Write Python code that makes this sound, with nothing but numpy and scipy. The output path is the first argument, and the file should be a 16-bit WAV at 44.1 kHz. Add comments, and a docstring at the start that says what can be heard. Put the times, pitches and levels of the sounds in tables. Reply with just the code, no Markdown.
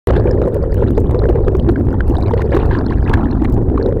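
"""Hot tub jets, underwater

The microphone is submerged in the churn of the jets, with turbulence rumbling against its housing.
Air bubbles ring at every size, some at the microphone, swarms farther off: deep gulps, gurgles, tiny
plinks. Surging water thumps close by, and air pockets burst into short splashes of foam.
The microphone overloads on the pressure peaks, which adds a dry crackle."""
import sys
import numpy as np
from scipy import signal
from scipy.fft import rfft, irfft
from scipy.io import wavfile

SR = 44100
rng = np.random.default_rng(int(sys.argv[2]) if len(sys.argv) > 2 else 0)


def wav_record(signal):
    """Record a signal, one row per channel, as 16-bit PCM in the file named by sys.argv[1]."""
    frames = np.transpose(np.atleast_2d(signal))
    bounded = np.clip(frames, -1, 1)
    # unit amplitude maps onto the largest positive 16-bit level
    quanta = np.round(bounded * 32767).astype(np.int16)
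    wavfile.write(sys.argv[1], SR, quanta)


N = 176400
TIME = np.arange(N) / SR

# Turbulence on the housing. Each row: frequency in Hz, relative level in dB.
CHURN_SPECTRUM = [(10,-23.5),(22,-5),(32,2),(42,-6.5),(55,3.5),(80,-1.5),(115,-2),(150,-9.5),(210,-14.5),(330,-19),(500,-34),(650,-35),(900,-38),(1700,-58),(2600,-89),(6000,-106),(16000,-78.5)]
# Its surges. Each row: time in seconds, relative level in dB.
CHURN_SURGES = [(.08,-11),(.5,-14.5),(1.15,-12),(2.0,-13),(2.18,-12),(2.6,-14),(2.69,-9.5),(2.77,-15.5),(3.13,-10),(3.3,-13.5),(3.53,-11),(3.8,-16),(4,-13)]

# Bubble swarms farther off. Each: lowest and highest pitch in Hz, bubbles per second, spread in dB.
GULPS = (215, 400, 300, 2.3)
GLUGS = (360, 540, 260, 1.6)
GURGLES = (620, 1080, 570, 2.1)
BLIPS = (1200, 1900, 220, 4.2)
PLINKS = (2200, 4700, 170, 4.8)
FIZZ = (4900, 9500, 900, 4.3)
FOAM = (800, 2100, 800, 3.5)
SPRAY = (2300, 4400, 900, 3.8)
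# Large bubbles. Each row: time in seconds, relative levels of gulps and glugs in dB.
LARGE_SWARM_LEVELS = [(.08,-21.5,-17.5),(.45,-23,-18),(.7,-36,-23),(.83,-19.5,-21.5),(.92,-19,-28.5),(1.03,-21.5,-26),(1.27,-28,-15),(1.4,-32,-20),(1.75,-16.5,-27.5),(1.95,-23.5,-27),(2.3,-26,-25.5),(2.55,-27,-20),(2.85,-16,-30.5),(3.0,-27.5,-32.5),(3.12,-19.5,-30.5),(3.4,-17,-39),(3.7,-19,-27),(3.85,-20.5,-16.5),(4,-28,-23)]
# Small bubbles. Each row: time in seconds, relative levels of gurgles, blips and plinks in dB.
SMALL_SWARM_LEVELS = [(.08,-24.5,-31.5,-59.5),(.17,-30,-44,-53.5),(.23,-38,-38.5,-63),(.42,-45.5,-44.5,-61.5),(.68,-47.5,-48.5,-63.5),(.83,-38.5,-36,-47),(.93,-48,-57,-60),(1.12,-35.5,-52,-59),(1.27,-37,-40,-68.5),(1.4,-35,-54,-62),(1.88,-42,-48.5,-66),(2.15,-30.5,-46,-53),(2.48,-39,-45,-50.5),(2.55,-31.5,-40.5,-49),(2.82,-30,-39.5,-52),(3.0,-40.5,-43,-48.5),(3.11,-25,-33.5,-54.5),(3.45,-35,-46.5,-58.5),(3.57,-34,-52,-72),(3.7,-43,-57,-78),(3.8,-38,-42.5,-65.5),(4,-78.5,-54,-68.5)]
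# Small bubbles arrive in clumps. Each row: flutter rate in Hz, relative level in dB.
CLUMP_SPECTRUM = [(1, -25.5), (8, 11), (45, -6.5), (120, -23), (1000, -80)]

# Bubbles and low thumps of surging water (the rows under 110 Hz) right at the microphone.
# Each row: time of the peak in seconds, pitch in Hz, level in dB.
NEAR_BUBBLES_AND_THUMPS = [(0.0719, 436, -4), (0.1072, 525, -6.5), (0.1243, 62.3, -6.5),
                           (0.1654, 3570, -24), (0.1644, 1600, -18.5), (0.2726, 2360, -29),
                           (0.3123, 5060, -28.5), (0.4193, 499, -9), (0.48, 502, -13.5), (0.637, 508, -12),
                           (0.7331, 71.6, -9), (0.8255, 447.5, -5.5), (0.98, 443, -2.5),
                           (1.1925, 4020, -29), (1.1926, 381, -9.5), (1.245, 496, -13.5),
                           (1.2533, 463, -16), (1.2977, 348.6, -3), (1.483, 412.6, -3.5), (1.552, 372, -8),
                           (1.598, 3110, -33), (1.691, 331.5, -2), (1.7602, 1583, -21), (1.8666, 105.3, -6),
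                           (1.9419, 854, -20.5), (2.0075, 1582, -13), (2.0983, 55.4, -4),
                           (2.1158, 318, -10), (2.1689, 3870, -26.5), (2.1856, 753, -16),
                           (2.2261, 3950, -30), (2.3112, 920, -14), (2.3396, 472, -4.5), (2.396, 998, -19),
                           (2.534, 500, -11.5), (2.5507, 351.4, -4), (2.568, 1577, -18.5),
                           (2.569, 394, -7.5), (2.5696, 1097, -13), (2.7126, 963, -16), (2.7108, 1627, -17),
                           (2.7513, 1670, -17.5), (2.7541, 1015, -16), (2.8643, 4260, -25),
                           (2.91, 1066, -15.5), (2.9247, 1607, -21.5), (3.078, 2560, -21.5),
                           (3.1005, 454, -15), (3.115, 925, -13), (3.1373, 79.1, -2.5),
                           (3.1388, 1000, -18.5), (3.1384, 1624, -9), (3.313, 4160, -26),
                           (3.449, 2030, -22), (3.4512, 283, -11), (3.7785, 1103, -16),
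                           (3.8277, 4400, -31.5), (3.8615, 3810, -31.5)]
# Foam roughening the rings. Each row: flutter rate in Hz, relative level in dB.
SPATTER_SPECTRUM = [(100, 14), (2500, -9.5), (12000, -35)]
# Sharp cracks at the microphone. Each row: start in seconds, relative level in dB.
CRACK_HITS = [(0.0721,-15.5),(0.164,-40.5),(0.483,-37.5),(0.545,-30),(.744,-29.5),(.908,-34.5),(0.98,-34.5),(1.003,-34),(1.111,-32),(1.296,-36),(1.484,-43),(1.568,-35.5),(1.689,-41),(1.716,-37),
              (1.795,-41),(1.854,-40.5),(1.928,-42),(2.08,-32),(2.097,-29.5),(2.151,-44.5),(2.184,-36),(2.208,-41.5),(2.241,-45.5),(2.306,-44),(2.337,-34),
              (2.42,-33),(2.552,-30.5),(2.566,-35),(2.659,-38),(3.096,-34.5),(3.138,-26),(3.444,-36),(3.499,-37.5),(3.525,-33.5),(3.543,-37.5)]
# Air pockets bursting. Each row: start in seconds, length in seconds, level in dB.
AIR_BURSTS = [(0.086, 0.019, -28.5), (0.126, 0.07, -30.5), (0.821, .025, -38), (1.108, 0.01, -32),
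              (1.289, 0.0061, -26), (1.481, 0.0049, -25), (1.687, 0.011, -25.5), (2.336, 0.0074, -28),
              (2.376, .012, -29), (2.415, 0.011, -28.5), (2.525, 0.06, -28), (2.594, .03, -33.5),
              (2.714, .065, -30), (2.902, 0.017, -34), (3.094, 0.0078, -23), (3.13, 0.024, -23),
              (3.446, 0.011, -21.5), (3.77, 0.019, -38.5)]
# Faint hiss under it all. Each row: frequency in Hz, relative level in dB.
HISS_SPECTRUM = [(3000,-3.5),(6000,-9.5),(10000,11.5),(15000,-1.5)]

NEAR_RISE_CYCLES, SWARM_RISE_CYCLES = 2.4, 1.9  # cycles to the peak at 400 Hz
GLIDE, WOBBLE = 0.0028, 0.029  # shares of the pitch: climb per rise time, shake from turbulence
SHED_PITCH, SHED_DB = 0.18, -12.5  # the second ring is higher by 1-2 times this share, and softer
SCATTER_DB, SCATTER_DECAY_S, SPATTER_DB = -20, 0.0054, -14
TICK_THRESHOLD, TICK_DB, TICK_SPREAD_DB = 0.42, -41, 5
CLICK_DECAY_S, SPUTTER_DECAY_S = 0.00002, 0.00054
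SPLASH_RISE_S = 0.0015
LOPSIDED, BEND = 0.77, 0.5  # how far the microphone favours pressure over suction; past what amplitude
CEILING, KNEE = 0.7, 0.025  # overload amplitude, width of its rounded knee
SAG, SAG_S = 0.19, 0.0014  # how far and how long the ceiling gives way after a peak
HISS_DB, SWITCH_ON_S, BAND_LIMIT_HZ = -72.5, 0.072, 15750


def amp(db):
    """Decibels to gain."""
    return 10 ** (np.asarray(db) / 20)


def unit_rms(x):
    """Scales to rms 1."""
    return x / np.sqrt(np.mean(x ** 2) + 1e-20)


def gain_curves(table):
    """Gain over time, one curve for each dB column."""
    times, *columns = np.transpose(table)
    return [amp(np.interp(TIME, times, db)) for db in columns]


def noise(spectrum):
    """Noise of rms 1 with the given spectrum."""
    hz, db = np.transpose(spectrum)
    log_hz = np.log(np.fft.rfftfreq(N, 1 / SR) + 1)
    shape = amp(np.interp(log_hz, np.log(hz), db))
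    return unit_rms(irfft(rfft(rng.standard_normal(N)) * shape, N))


def add(mix, start_s, sound):
    """Mixes a sound in, trimming what falls outside."""
    at = round(start_s * SR)
    part = mix[max(at, 0):max(at + len(sound), 0)]
    part += sound[max(-at, 0):][:len(part)]


def churn():
    """Turbulent water buffets the microphone housing."""
    return amp(-1) * gain_curves(CHURN_SURGES)[0] * noise(CHURN_SPECTRUM)


def water_ring(hz, phase, rise_cycles):
    """A bubble or thump swells and rings down at an unsteady pitch; gives its rise time and sound."""
    rise_s = rise_cycles * (hz / 400) ** 0.29 / hz  # higher pitches ring for more cycles
    age = np.arange(0, 7 * rise_s, 1 / SR) / rise_s  # in rise times
    shake = np.interp(age, np.linspace(0, 7, 15), rng.standard_normal(15))
    pitch = hz * (1 + GLIDE * (age - 1) + WOBBLE * shake)
    envelope = (age * np.exp(1 - age)) ** 2
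    return rise_s, envelope * np.sin(2 * np.pi * (np.cumsum(pitch) / SR + phase))


def swarm(low_hz, high_hz, per_s, spread_db, sizes=32):
    """A steady stream of bubbles some way off, at random pitches; most are faint, a few are loud."""
    arrives = rng.random(N) < per_s / SR
    size = rng.integers(0, sizes, N)
    strength = amp(spread_db * np.minimum(rng.exponential(1, N), 3))
    pitches = np.geomspace(low_hz, high_hz, sizes)
    rings = [water_ring(hz, rng.random(), SWARM_RISE_CYCLES) for hz in pitches]
    radius_gain = (low_hz / pitches) ** 0.38  # larger bubbles are louder
    out = np.zeros(N)
    for i in np.flatnonzero(arrives):
        rise_s, ring = rings[size[i]]
        add(out, i / SR - rise_s, ring * strength[i] * radius_gain[size[i]])
    return unit_rms(out)


def plume():
    """The jets' air rings farther from the microphone, from large gulps down to fine fizz."""
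    gulps, glugs = gain_curves(LARGE_SWARM_LEVELS)
    gurgles, blips, plinks = gain_curves(SMALL_SWARM_LEVELS)
    clump_db = 3.2 * np.minimum(noise(CLUMP_SPECTRUM), 2)
    large = gulps * swarm(*GULPS) + amp(0.5) * glugs * swarm(*GLUGS)
    small = gurgles * swarm(*GURGLES) + amp(1) * blips * swarm(*BLIPS)
    small += amp(-0.5) * plinks * (swarm(*PLINKS) + amp(-19) * swarm(*FIZZ))
    return large + unit_rms(amp(clump_db)) * small


def near_bubbles_and_thumps():
    """Bubbles and low thumps of surging water right at the microphone, each with a second ring."""
    out = np.zeros(N)
    for peak_s, hz, db in NEAR_BUBBLES_AND_THUMPS:
        phase, shed_phase, step, lag = rng.random(4)
        rise_s, ring = water_ring(hz, phase, NEAR_RISE_CYCLES)
        add(out, peak_s - rise_s, amp(db) * ring)
        # for a bubble, the second ring is a smaller one that it sheds
        shed_peak_s = peak_s + lag * NEAR_RISE_CYCLES / hz
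        shed_hz = hz * (1 + SHED_PITCH * (1 + step))
        rise_s, ring = water_ring(shed_hz, shed_phase, SWARM_RISE_CYCLES)
        add(out, shed_peak_s - rise_s, amp(db + SHED_DB) * ring)
    return out


def foam_cloud(rings):
    """Foam around the microphone roughens the higher rings and scatters them into a very short tail."""
    tail = rng.standard_normal(2048) * np.exp(-TIME[:2048] / SCATTER_DECAY_S)
    treble = signal.sosfilt(signal.butter(2, 1200, "high", fs=SR, output="sos"), rings)
    echoes = signal.oaconvolve(treble, tail / np.linalg.norm(tail))[:N]
    spatter = treble * noise(SPATTER_SPECTRUM)
    return rings + amp(SCATTER_DB) * echoes + amp(SPATTER_DB) * spatter


def overload(pressure):
    """The microphone flattens upward peaks against a ceiling that sags briefly after each."""
    decay = np.exp(-1 / (SAG_S * SR))
    excess = signal.lfilter([1 - decay], [1, -decay], np.maximum(pressure - CEILING, 0))
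    ceiling = CEILING - SAG * np.tanh(10 * excess)
    return -KNEE * np.logaddexp(-pressure / KNEE, -ceiling / KNEE)


def crackle(pressure):
    """Dry clicks at the microphone: a tick as each pressure peak ends, sputtering cracks at set times."""
    over = pressure > TICK_THRESHOLD
    peak_ends = over & ~np.roll(over, -1)
    impulses = peak_ends * amp(TICK_DB + TICK_SPREAD_DB * np.clip(rng.standard_normal(N), -2, 2))
    for start_s, db in CRACK_HITS:
        sputter = rng.standard_normal(256) * np.exp(-TIME[:256] / SPUTTER_DECAY_S)
        add(impulses, start_s, amp(db + 1) * sputter)
    decay = np.exp(-1 / (CLICK_DECAY_S * SR))
    return -signal.lfilter([1], [1, -decay], impulses)  # steep front, quick fall


def splashes():
    """Pockets of air break up into dense, wet foam: a quick rise and a steady fade."""
    strength = np.zeros(N)
    for start_s, length_s, db in AIR_BURSTS:
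        t = np.arange(0, length_s, 1 / SR)
        envelope = np.minimum(t / SPLASH_RISE_S, 1) * np.sqrt(1 - t / length_s)
        add(strength, start_s, amp(db) * envelope)
    return strength * (swarm(*FOAM) + amp(-10.5) * swarm(*SPRAY))


def scene():
    """Water pressure at the microphone, below the surface of the tub."""
    return (churn() + foam_cloud(plume() + near_bubbles_and_thumps() + splashes()))[None]


def record(dry):
    """One submerged microphone switches on, bends the wave, overloads and hisses; the top is cut off."""
    pressure = dry[0]
    bent = pressure + LOPSIDED * np.hypot(pressure, BEND)
    bent -= bent.mean()
    mic = overload(bent) + crackle(bent) + amp(HISS_DB) * noise(HISS_SPECTRUM)
    fade = np.interp(TIME, [SWITCH_ON_S, SWITCH_ON_S + 0.0005, TIME[-1] - 0.003, TIME[-1]], [0, 1, 1, 0])
    lowpass = signal.firwin(511, BAND_LIMIT_HZ, window=("kaiser", 9), fs=SR)
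    return signal.oaconvolve((mic - mic.mean()) * fade, lowpass, "same")[None]


dry = scene()
out = record(dry)
wav_record(out)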